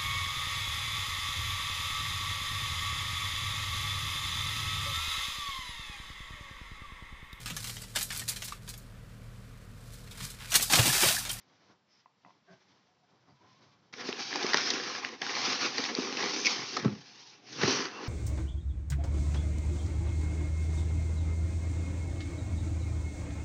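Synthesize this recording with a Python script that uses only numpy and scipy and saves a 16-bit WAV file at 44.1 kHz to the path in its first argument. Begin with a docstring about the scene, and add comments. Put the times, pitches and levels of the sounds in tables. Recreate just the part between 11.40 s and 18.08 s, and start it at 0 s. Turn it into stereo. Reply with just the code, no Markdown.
"""A small, quiet room, heard through one close microphone. A small carton is lifted out and set aside
with taps, a skid and the brush of a sleeve. Then a hand digs through crumpled packing paper in a
cardboard box, lifts the wad out and stuffs it back. Sheets hiss as they slide and crackle as they
buckle, creases snap, and a fold squeaks as it sticks and slips. Bumps make the box walls ring,
and the box thuds as it rocks on the floor."""
import sys
import numpy as np
from scipy import signal
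from scipy.fft import rfft, irfft
from scipy.io import wavfile
from scipy.ndimage import uniform_filter1d, map_coordinates

SR = 44100
rng = np.random.default_rng(int(sys.argv[2]) if len(sys.argv) > 2 else 0)


def inscribe(sig):
    """Save sig as 16-bit PCM at rate SR to the path in sys.argv[1].

    A 1-D sig is mono; a 2-D sig holds one channel per row.
    Samples are clipped to [-1, 1] before scaling.
    """
    pcm = np.round(np.clip(np.atleast_2d(sig).T, -1, 1) * 32767)
    wavfile.write(sys.argv[1], SR, pcm.astype(np.int16))


N = 294588
TIME = np.arange(N) / SR

# How hard the hand works the paper: time_s, sliding_db, crumpling_db
DIG_IN = [(2.527, -52.5, -49), (2.575, -52.5, -53.5), (2.61, -41.5, -42.5), (2.63, -52, -44.5),
          (2.665, -43.5, -47), (2.69, -41, -43.5), (2.725, -46, -46), (2.755, -48.5, -49),
          (2.795, -40.5, -39.5), (2.83, -39.5, -49), (2.853, -45, -49), (2.875, -39.5, -47),
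          (2.915, -42, -46.5), (2.96, -40, -39), (3.0, -42, -39.5), (3.04, -39, -37), (3.18, -34.5, -34),
          (3.24, -37.5, -39.5), (3.31, -35.5, -37), (3.37, -40.5, -39.5), (3.54, -41, -40.5),
          (3.615, -45.5, -43.5), (3.66, -44.5, -42), (3.70, -50.5, -46.5), (3.75, -50.5, -52),
          (3.775, -61, -61), (3.812, -52, -53)]
PULL_OUT = [(3.814, -46.5, -38.5), (3.849, -41.5, -45), (3.901, -39, -38), (3.93, -41.5, -42),
            (3.959, -35.5, -36), (4.06, -33.5, -36), (4.128, -33, -35.5), (4.175, -38.5, -39.5),
            (4.235, -35, -33.5), (4.268, -33.5, -33.5), (4.291, -41, -43.5), (4.33, -43.5, -45.5),
            (4.4, -37, -38), (4.46, -36, -38), (4.53, -43.5, -44.5), (4.6, -38, -40), (4.74, -43, -42),
            (4.829, -37, -35), (4.901, -38, -41), (5.02, -38, -44.5), (5.11, -32, -38.5),
            (5.18, -38.5, -42), (5.235, -41.5, -41), (5.28, -39, -48), (5.39, -41.5, -41.5),
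            (5.47, -51.5, -46), (5.58, -55.5, -57.5), (5.9, -53.5, -60.5), (6.02, -67.5, -61)]
STUFF_BACK = [(6.021, -66.5, -63.5), (6.11, -48, -51.5), (6.16, -45.5, -50), (6.22, -34, -31),
              (6.312, -31, -36.5), (6.46, -43.5, -39.5), (6.509, -53.5, -47.5), (6.68, -48.5, -46.5)]
# Brief swells in the paper's sound: middle_s, length_s, level_db
FOLD_COLLAPSES = [(2.603, 0.022, -42.5), (2.826, 0.0086, -40), (2.915, 0.016, -42), (3.635, 0.029, -43),
                  (3.743, 0.022, -46), (3.941, 0.01, -35), (4.494, 0.013, -35.5), (5.232, 0.013, -44),
                  (6.2, 0.013, -38.5), (6.32, 0.048, -35.5)]   # a fold caves in with a cluster of crackles
SHEET_BILLOWS = [(2.62, 0.072, -48), (2.73, 0.033, -47), (2.955, 0.05, -46), (3.04, 0.02, -46),
                 (3.17, 0.019, -47), (3.31, 0.041, -47), (3.725, 0.039, -46), (4.39, 0.013, -32.5),
                 (4.51, 0.038, -38.5), (4.64, 0.17, -41.5), (4.83, 0.077, -40), (5.0, 0.13, -44),
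                 (5.41, 0.1, -43), (5.47, 0.081, -42), (6.31, 0.15, -36), (6.62, 0.088, -44.5)]   # a push makes a whole sheet billow
AIR_SHOVES = [(1.9, 0.073, -69), (2.2, 0.42, -71), (4.06, 0.096, -58), (5.21, 0.04, -48.5),
              (5.47, 0.068, -40), (6.26, 0.13, -45.5), (6.36, 0.088, -54)]   # the box or the wad pushes air about
# The tone (how strong the lows and highs are) of each paper sound: frequency_hz, level_db
SLIDE_TONE = [(1800, -23), (2800, -4.5), (3400, -4), (4400, 0), (5100, 1), (5800, 0), (6500, -8),
              (7000, -22), (7500, -29.5)]
CRUMPLE_TONE = [(400, -23.5), (570, -11.5), (700, 3.5), (820, 6.5), (910, 0), (1090, 5), (1250, 2.5),
                (1470, 1.5), (1700, 3), (2350, 1.5), (2900, -8), (3500, -12.5), (4500, -28.5)]
CRUNCH_TONE = [(380, -18), (520, -5.5), (620, 0), (740, -2), (950, -10.5), (1400, -25.5)]   # broad patches of paper buckling
FLAP_TONE = [(90, -33.5), (180, -5.5), (255, 1), (305, 2.5), (345, 0), (390, -0.5), (490, -1), (570, -10),
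             (800, -26.5)]
AIR_TONE = [(30, -40.5), (60, -20), (85, -12), (125, 6.5), (170, 1), (230, -10), (320, -27.5)]
POP_TONE = [(100, -15), (300, -2.5), (1000, -2), (2900, -6.5), (5000, -14)]   # the flat patch beside a snapping crease
CRACK_TONE = [(800, -12), (2000, -6.5), (3200, -1), (4600, 7.5), (5600, 2.5), (6300, 1), (7000, -14.5),
              (8000, -32)]   # the crease itself
RASP_TONE = [(2500, -1), (3800, -12), (5100, 1), (5900, -0.5), (6500, -12), (7200, -29.5)]   # the rough part of the squeak
# Big creases snapping: start_s, pop_db, crack_db, pitch_hz, length_s
BIG_SNAPS = [(2.537, -46, -43.5, 2200, 0.0045), (2.6877, -34, -39.5, 1980, 0.0062),
             (2.7262, -41, -42, 1700, 0.0021), (2.9275, -39, -40, 1690, 0.0017),
             (2.9383, -36, -35, 2000, 0.0015), (2.957, -28.5, -27.5, 900, 0.003),
             (3.0255, -32, -29, 1700, 0.0069), (3.0315, -35, -30, 2000, 0.0023),
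             (3.0645, -36, -27.5, 2410, 0.0046), (3.1326, -21, -34, 1810, 0.0033),
             (3.134, -33.5, -22.5, 2450, 0.0033), (3.1432, -37, -18.5, 2930, 0.0028),
             (3.1434, -15.5, -25.5, 1900, 0.0012), (3.1415, -22, -33, 900, 0.0055),
             (3.171, -30.5, -25, 2530, 0.0041), (3.1807, -27, -34, 1510, 0.0062),
             (3.271, -35.5, -34, 2800, 0.0031), (3.3025, -33.5, -19, 2540, 0.0054),
             (3.334, -29, -29, 2600, 0.01), (3.3975, -29, -41, 1670, .006),
             (3.5495, -32, -36, 1670, 0.0046), (3.6475, -40, -37, 1930, 0.0036),
             (3.8173, -36.5, -35, 2060, 0.0055), (3.864, -30, -37, 1670, 0.006),
             (3.8935, -29, -38, 2000, .004), (3.9515, -30, -29, 2280, 0.0038),
             (3.966, -31, -33, 1900, 0.0024), (4.052, -32, -31, 1630, .003),
             (4.132, -31, -40, 1900, 0.0014), (4.381, -25.5, -24.5, 1900, 0.0051),
             (4.4385, -31, -38, 1980, 0.0031), (4.461, -38, -31, 2200, 0.0023),
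             (4.5502, -41.5, -24.5, 2660, 0.0023), (4.709, -45, -40, 1510, 0.0027),
             (4.7255, -32.5, -35.5, 2600, 0.0023), (4.7692, -27, -29, 2500, 0.0076),
             (4.8255, -30, -31, 2000, 0.0059), (4.84, -28.5, -31, 2180, 0.0029),
             (4.9624, -30.5, -33, 2360, 0.0044), (5.0045, -38, -36, 2000, 0.0033),
             (5.368, -32, -29.5, 2200, 0.006), (5.4461, -30.5, -38, 1090, 0.0075),
             (5.4795, -36, -52, 1310, 0.0027), (6.2318, -21.5, -27.5, 2000, .007),
             (6.3085, -35, -27.5, 1490, 0.0016), (6.4215, -34, -38.5, 1900, 0.003),
             (6.454, -36, -33.5, 2200, 0.0016), (6.5125, -43.5, -44.5, 2000, 0.0043)]
# Kinks running along a fold: start_s, length_s, level_db, start_hz, end_hz
KINK_ZIPS = [(2.537, .004, -43, 700, 4400), (2.7258, .0042, -33, 1450, 4500),
             (2.9275, .0035, -32, 1100, 2800), (3.1708, .003, -24, 6400, 2000),
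             (3.6458, .0056, -30, 950, 4600), (3.8168, .0062, -30.5, 6300, 1300),
             (4.4388, .0045, -31, 5600, 3500)]
# A fold squeaking under a finger: time_s, level_db, pitch_hz
FOLD_SQUEAK = [(5.046, -47, 2450), (5.0505, -21.5, 2480), (5.053, -34.5, 2312), (5.0585, -19.5, 2443),
               (5.062, -33, 2470), (5.069, -16, 2370), (5.073, -25.5, 2240), (5.082, -31, 2240)]
# A stiff paper edge slipping over the box rim: start_s, level_db
EDGE_SLIPS = [(5.3661, -31), (5.3682, -22.5), (5.3705, -26.5), (5.374, -33)]
# Cardboard and paper sliding: start_s, end_s, level_db, start_hz, end_hz, width_share (of start_hz)
HOLLOW_SWISHES = [(0.477, 0.633, -70.5, 5580, 4950, .06), (1.415, 1.716, -77, 754, 677, 0.044),
                  (1.853, 2.426, -70, 882, 1194, 0.035), (1.878, 1.933, -75, 4750, 4650, .05),
                  (2.761, 2.927, -52, 4720, 4440, .05), (3.195, 3.299, -37.5, 5180, 4960, .05),
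                  (4.871, 5.076, -43, 5430, 6050, 0.045), (6.168, 6.488, -41, 5550, 5700, 0.064),
                  (5.718, 5.96, -66.5, 993, 865, 0.069), (5.954, 6.199, -70.5, 695, 712, .1),
                  (6.183, 6.472, -41, 941, 1101, 0.14), (6.477, 6.745, -47, 1100, 850, 0.27),
                  (6.481, 6.656, -53.5, 2590, 2814, 0.041)]
# Knocks, each favouring one pitch: start_s, level_db, contact_hz
BOX_BUMPS = [(2.688, -19.5, 380), (2.957, -28, 420), (3.043, -18.5, 380), (3.143, -17.5, 487),
             (3.287, -32, 330), (4.079, -24.5, 300), (4.385, -20.5, 330), (4.392, -20.5, 300),
             (4.585, -15, 317), (4.836, -30.5, 336), (5.371, -26, 700), (5.445, -17.5, 405),
             (5.454, -11, 268), (6.233, -13, 440), (6.279, -13, 332)]   # wad and knuckles hit the box
CARTON_TAPS = [(.6585, -50, 1020), (.682, -71, 800), (.836, -48, 250), (.848, -47.5, 1410),
               (.850, -36.5, 252), (.862, -47.5, 710), (.873, -52, 696), (.883, -47, 500), (.894, -57, 950),
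               (.905, -53, 1050), (1.886, -40, 300), (1.895, -67, 600), (1.908, -50, 330),
               (2.145, -49, 450)]   # the carton is tapped and set down
# The whole box rocking on the floor: start_s, level_db
BOX_THUDS = [(5.4562, -16.5), (5.489, -29), (5.519, -29.5), (6.236, -21)]
# The carton juddering over a surface: time_s, level_db, slips_per_s
CARTON_SKID = [(1.07, -80, 235), (1.085, -57, 195), (1.113, -53.5, 190), (1.138, -59, 175),
               (1.16, -66, 120), (1.19, -80, 154)]
# The notes each thing rings with: pitch_hz, level_db, fade_s (time to fall by 60 dB)
EDGE_NOTES = [(1170, 0, .008), (1310, -4.5, 0.027), (1805, -18, 0.071), (2360, -2, .008), (4330, 3, .012),
              (5300, -10, .01)]
BOX_WALL_NOTES = [(224, -31.5, 0.032), (272.7, -9, 0.049), (348, 0.5, 0.015), (411, -1, 0.021),
                  (614, -3.5, 0.027), (850, -8.5, 0.044), (1110, -12, 0.04), (1310, -9.5, 0.094)]
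BOX_BOTTOM_NOTES = [(134.7, -3, 0.115), (154, -2, 0.06), (207.5, -3.5, 0.073), (260, -7, 0.013)]
CARTON_NOTES = [(188, -17, 0.14), (300, -20.5, 0.099), (754, 0.5, 0.02), (916, 1.5, 0.021),
                (1020, 3, 0.021), (2000, 1.5, 0.015), (2570, 2, .012)]
SKID_NOTES = [(181, 0, 0.1), (382, -4, 0.17), (653, 4.5, 0.038), (829, -8, .05), (1120, -1, 0.015),
              (1555, 0.5, 0.047)]
# Sleeve and carton brushing past: middle_s, length_s, hiss_db, rub_db
SLEEVE_STROKES = [(0, 0.064, -69, -68), (0.17, 0.2, -70.5, -68), (0.297, 0.059, -67, -65),
                  (0.567, 0.097, -69.5, -79), (0.903, .12, -71.5, -68.5), (1.127, 0.077, -68.5, -66),
                  (1.31, 0.27, -70, -68.5), (1.76, 0.25, -75.5, -71.5), (1.9, 0.037, -74, -59.5),
                  (2.178, 0.27, -66, -63), (2.474, 0.066, -75, -67.5)]
# The tone of the sleeve's hiss, its dull rub and the quiet room: frequency_hz, level_db
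HISS_TONE = [(900, -4), (1500, 1), (2200, 2.5), (2650, -2), (3100, 1), (5500, 1), (6200, -3), (7000, -19)]
RUB_TONE = [(50, -19), (100, 0), (190, -2.5), (235, -6), (285, 2.5), (440, -6.5), (700, -6), (1000, -5.5),
            (1400, -10.5), (2200, -22)]
HUSH_TONE = [(30, -26), (90, -8), (190, 2.5), (280, -7.5), (450, -8), (900, -8), (1800, -14), (5500, -17.5),
             (6300, -27), (7200, -25.5)]


def paper(sliding, crumpling, usual_crumpling_db=-39.5):
    """Sheets slide, crumple, flap and stir the air in the box, all in the same small jerks."""
    effort = crumpling / from_db(usual_crumpling_db)
    jerks_db = 1.13 * drift(70) + 0.5 * drift(18)
    buckles_per_s = 1100 * np.sqrt(effort)   # harder handling buckles more folds
    grains = crackle(buckles_per_s, spread_db=1.5, length_s=0.0023, low_hz=900, high_hz=6900)
    friction = rng.standard_normal(N)
    slide = from_db(-1) * sliding * toned(0.31 * grains + friction, SLIDE_TONE)
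    crumple_gain = from_db(-3.5) * np.hypot(crumpling, swells(FOLD_COLLAPSES))
    crumple = crumple_gain * toned(grains + 1.62 * friction, CRUMPLE_TONE)
    crunch_gain = from_db(-56.5) * effort ** 1.3   # broad patches need a hard push to buckle
    crunch = crunch_gain * toned(grains + rng.standard_normal(N), CRUNCH_TONE)
    low_grains = crackle(per_s=700, spread_db=0.95, length_s=0.0032, low_hz=246, high_hz=526, count=4)
    flap_gain = np.hypot(from_db(-47) * effort ** 0.99, swells(SHEET_BILLOWS))
    flap = flap_gain * toned(low_grains + 0.59 * friction, FLAP_TONE)
    air_gain = np.hypot(from_db(-63.5) * effort ** 0.43, swells(AIR_SHOVES))
    air = air_gain * noise(AIR_TONE)
    rustle = sheet_echo(slide + crumple)
    return (rustle + crunch + flap + air) * from_db(jerks_db)


def handling(settle_s=0.018):
    """How strongly the paper slides and crumples; it rustles on briefly after the hand stops."""
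    moves = (DIG_IN, PULL_OUT, STUFF_BACK)
    gains = sum(from_db(curves(move)) * during(move) for move in moves).clip(1e-9)
    fade = TIME / settle_s   # the gains may fall no faster than this
    return np.exp(np.maximum.accumulate(np.log(gains) + fade, axis=1) - fade)


def crackle(per_s, spread_db, length_s, low_hz, high_hz, count=10):
    """Tiny buckles of uneven size, shared out among paper patches of different pitches."""
    starts = rng.random(N) < per_s / SR
    sizes = starts * from_db(spread_db * np.minimum(rng.exponential(1, N), 3.5))
    patch = rng.integers(0, count, N)
    out = np.zeros(N)
    for k, hz in enumerate(np.geomspace(low_hz, high_hz, count)):
        power = signal.oaconvolve(sizes ** 2 * (patch == k), buckle(length_s) ** 2)[:N]
        out += crease(np.sqrt(np.abs(power)), hz, ring_share=0.36, sharpness=3.5)
    return rms_one(out)


def buckle(length_s, size=1024):
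    """The quick rise and fall in strength as a buckle runs along a fold."""
    age = np.arange(size) / SR / length_s
    return age * np.exp(-4 * age)


def crease(strength, hz, ring_share, sharpness):
    """Fibres give way noisily and shake the stiff patch of paper next to the fold."""
    push = strength * rng.standard_normal(len(strength))
    return rms_one(push) + ring_share * rms_one(resonance(push, hz, sharpness))


def sheet_echo(rustle, typical_delay_s=0.0009, echo_db=-12):
    """An echo off the nearest sheet makes the rustle hollow; the tone shifts as the sheet moves."""
    delay_s = typical_delay_s * np.exp(0.35 * drift(5))
    delayed = map_coordinates(rustle, [(TIME - delay_s) * SR], order=3)
    gain = from_db(echo_db)
    return (rustle + gain * delayed) / np.hypot(1, gain)


def snaps(rows):
    """A crease gives way with a bright crack and pops the patch beside it; harder pops ring more."""
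    out = np.zeros(N)
    for s, pop_db, crack_db, hz, length_s in rows:
        strength = buckle(length_s)
        pop = crease(strength, hz, ring_share=from_db(pop_db + 25.5), sharpness=7.8)
        crack = crease(strength, 2 * hz, ring_share=0.4, sharpness=5.8)   # the patch's higher note
        add(out, s, at_level(toned(pop, POP_TONE), pop_db + 0.5))
        add(out, s, at_level(toned(crack, CRACK_TONE), crack_db + 0.49))
    return out


def small_snap_rows(crumpling, per_s=22, typical_hz=1940, length_s=0.0025, count=128):
    """Rows for snaps(): small creases give way at random, louder when the crumpling is stronger."""
    times = DIG_IN[0][0] + np.cumsum(rng.exponential(1, count)) / per_s
    crumpling_db = 20 * np.log10(np.interp(times, TIME, crumpling))
    levels = crumpling_db + rng.normal(-1.5, 1.5, count)
    pitches = typical_hz * 2 ** rng.normal(0, 0.5, count)
    return [(s, db, db, hz, length_s) for s, db, hz in zip(times, levels, pitches) if s < TIME[-1]]


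def zips(roughness=0.52, rough_hz=900):
    """A kink runs along a fold; its rough chirp glides as the free patch shrinks or grows."""
    out = np.zeros(N)
    for s, length_s, db, start_hz, end_hz in KINK_ZIPS:
        size = int(length_s * SR)
        phase = 2 * np.pi * np.cumsum(np.geomspace(start_hz, end_hz, size)) / SR
        grit = roughness * rms_one(lowpass(rng.standard_normal((2, 1024)), rough_hz))[:, :size]
        chirp = (1 + grit[0]) * np.sin(phase) + grit[1] * np.cos(phase)
        add(out, s, from_db(db) * rms_one(chirp * signal.windows.tukey(size, 0.5)))
    return out


def squeak():
    """Paper sticks and slips on paper in three quick bursts: a rough, sagging note with a bright rasp."""
    db, hz = curves(FOLD_SQUEAK)
    cycles = np.cumsum(hz * (1 + 0.045 * drift(600))) / SR
    note = rms_one(np.sin(2 * np.pi * cycles) * from_db(3.2 * drift(620)))
    return from_db(db) * during(FOLD_SQUEAK) * (0.6 * note + 0.68 * noise(RASP_TONE))


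def flick(slip_s=0.0012, cutoff_hz=6000):
    """A stiff edge of the wad slips over the box rim; each gritty slip rings it with a dry tick."""
    out = np.zeros(N)
    for s, db in EDGE_SLIPS:
        slip = buckle(slip_s) * rng.standard_normal(1024)
        tick = signal.oaconvolve(slip, ringing(EDGE_NOTES))
        add(out, s, at_level(lowpass(tick, cutoff_hz), db))
    return out


def swishes(waver=0.025):
    """A surface drawn over fine ribs gives a hollow hiss whose pitch follows its uneven speed."""
    out = np.zeros(N)
    speed = np.exp(waver * drift(30))
    for start_s, end_s, db, start_hz, end_hz, width_share in HOLLOW_SWISHES:
        size = int((end_s - start_s) * SR)
        times = np.linspace(start_s, end_s, size)
        hz = np.linspace(start_hz, end_hz, size) * np.interp(times, TIME, speed)
        phase = 2 * np.pi * np.cumsum(hz) / SR
        flutter = lowpass(rng.standard_normal((2, size)), width_share * start_hz)
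        hiss = rms_one(flutter[0] * np.cos(phase) + flutter[1] * np.sin(phase))
        add(out, start_s, from_db(db) * hiss * np.sin(np.linspace(0, np.pi, size)))
    return out


def knocks(rows, notes):
    """Knocks ring cardboard: soft ones build slowly and favour low notes, hard ones the high notes."""
    out = np.zeros(N)
    for s, db, contact_hz in rows:
        ring = ringing(notes)
        press = onset(len(ring), rise_s=0.72 / contact_hz)
        add(out, s, from_db(db + 2) * resonance(ring * press, contact_hz, sharpness=2.02))
    return out


def thuds():
    """The box sinks back on the floor and its bottom booms, with a soft start."""
    out = np.zeros(N)
    for s, db in BOX_THUDS:
        ring = ringing(BOX_BOTTOM_NOTES)
        press = onset(len(ring), rise_s=0.002)
        add(out, s, from_db(db + 1.5) * resonance(ring * press, hz=204, sharpness=1))
    return out


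def ringing(notes, size=16384):
    """A struck panel rings with fading notes, a little different each time; deep bass barely escapes."""
    t = np.arange(size) / SR
    motion = np.zeros(size)
    for hz, db, fade_s in notes:
        motion += from_db(db + rng.normal(0, 0.7) - 60 * t / fade_s) * np.sin(2 * np.pi * hz * t)
    lowest_hz = notes[0][0]
    return highpass(motion, 0.75 * lowest_hz, order=2)


def skid():
    """The carton judders to rest in uneven slips, and each slip makes it ring."""
    db, slips_per_s = curves(CARTON_SKID)
    slip_count = np.floor(np.cumsum(slips_per_s * from_db(2.3 * drift(200))) / SR)
    slips = np.diff(slip_count, prepend=0) * from_db(2.1 * drift(300))
    friction = 0.011 * rng.standard_normal(N)
    judder = signal.oaconvolve(slips + friction, ringing(SKID_NOTES))[:N]
    return from_db(db) * during(CARTON_SKID) * rms_one(judder)


def sleeve():
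    """Jacket cloth brushes along the cardboard; each stroke is a soft hiss and a dull rub."""
    hiss_gain = swells([(s, length_s, db) for s, length_s, db, _ in SLEEVE_STROKES])
    rub_gain = swells([(s, length_s, db) for s, length_s, _, db in SLEEVE_STROKES])
    hiss = hiss_gain * from_db(-1 + 1.6 * drift(53)) * noise(HISS_TONE)
    rub = rub_gain * from_db(-2 + 3.4 * drift(29.34)) * noise(RUB_TONE)
    return hiss + rub


def room(sound, fade_s=0.33, echo_db=-18, cutoff_hz=3600, size=22050):
    """Add the many quick, dull echoes from the box and the nearby walls."""
    t = np.arange(size) / SR
    tail = lowpass(rng.standard_normal(size), cutoff_hz) * from_db(-60 * t / fade_s) * (t > 0.003)
    return sound + from_db(echo_db) * signal.oaconvolve(sound, tail / np.linalg.norm(tail))[:N]


def from_db(db):
    """Turn decibels into a gain, a number to multiply a sound by."""
    return 10 ** (np.asarray(db) / 20)


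def rms_one(x):
    """Scale a signal so its average strength (rms) is 1."""
    return x / np.sqrt(np.mean(x ** 2) + 1e-20)


def at_level(sound, db, over_s=0.0015):
    """Give a short sound the energy of a steady one at db that lasts over_s."""
    return from_db(db) * sound * np.sqrt(over_s * SR) / np.linalg.norm(sound)


def add(out, start_s, sound):
    """Mix a short sound into out."""
    at = round(start_s * SR)
    out[at:at + len(sound)] += sound[:N - at]


def curves(rows):
    """Join a table's points with straight lines: one curve for each column after the time."""
    times, *columns = np.transpose(rows)
    return [np.interp(TIME, times, column) for column in columns]


def during(rows):
    """1 from a table's first time to its last and 0 outside, with short ramps between."""
    return uniform_filter1d(1. * ((TIME >= rows[0][0]) & (TIME <= rows[-1][0])), size=128)


def onset(size, rise_s):
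    """A gain that climbs from 0 towards 1."""
    return 1 - np.exp(-np.arange(size) / SR / rise_s)


def swells(rows):
    """A gain that rises and falls smoothly with each movement; overlaps add in power."""
    power = sum(from_db(db) ** 2 * np.exp(-np.pi * ((TIME - middle_s) / length_s) ** 2)
                for middle_s, length_s, db in rows)
    return np.sqrt(power + 1e-18)


def drift(points_per_s):
    """A random wobble with a typical size of 1."""
    points = rng.standard_normal(4096)
    return rms_one(np.interp(TIME * points_per_s, np.arange(len(points)), points))


def noise(tone):
    """Steady noise with the given tone, at strength 1."""
    return toned(rng.standard_normal(N), tone)


def toned(x, tone, size=4096):
    """Filter a sound to follow a tone table, then scale it to strength 1."""
    hz, db = np.transpose(tone)
    log_hz = np.log(hz)
    grid = np.log(np.maximum(np.arange(size // 2 + 1), 0.5) * SR / size)
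    beyond_table = np.abs(grid - np.clip(grid, log_hz[0], log_hz[-1]))
    gains = from_db(np.interp(grid, log_hz, db) - 40 * beyond_table)
    # Build a minimum-phase filter: one that never rings ahead of a click.
    cepstrum = irfft(np.log(gains))
    cepstrum[1:size // 2] *= 2
    cepstrum[size // 2 + 1:] = 0
    click_response = irfft(np.exp(rfft(cepstrum)))
    return rms_one(signal.oaconvolve(x, click_response)[:N])


def resonance(x, hz, sharpness):
    """Favour one pitch; more sharpness means a narrower band and a longer ring."""
    return signal.lfilter(*signal.iirpeak(min(hz, SR / 4), sharpness, fs=SR), x)


def lowpass(x, hz):
    """Soften everything above hz."""
    return signal.sosfilt(signal.butter(2, hz, fs=SR, output="sos"), x)


def highpass(x, hz, order):
    """Soften everything below hz; a higher order cuts more steeply."""
    return signal.sosfilt(signal.butter(order, hz, "high", fs=SR, output="sos"), x)


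def scene():
    """Paper, box, carton and the room's hush reach one microphone, the same in both channels."""
    sliding, crumpling = handling()
    box = knocks(BOX_BUMPS, BOX_WALL_NOTES) + thuds()
    carton = knocks(CARTON_TAPS, CARTON_NOTES) + skid()
    hush = from_db(-74) * noise(HUSH_TONE)
    rubbing = paper(sliding, crumpling) + squeak() + sleeve() + swishes()
    creases = snaps(BIG_SNAPS + small_snap_rows(crumpling)) + zips() + flick()
    mono = room(rubbing + creases + box + carton) + hush
    return np.array([mono, mono])


def record(dry):
    """The small microphone loses the deep bass, and the highest treble is cut steeply."""
    low_hz, high_hz = 79, 7600
    thin = highpass(dry, low_hz, order=6)
    return signal.sosfilt(signal.ellip(10, 0.2, 75, high_hz, fs=SR, output="sos"), thin)


dry = scene()
out = record(dry)
inscribe(out)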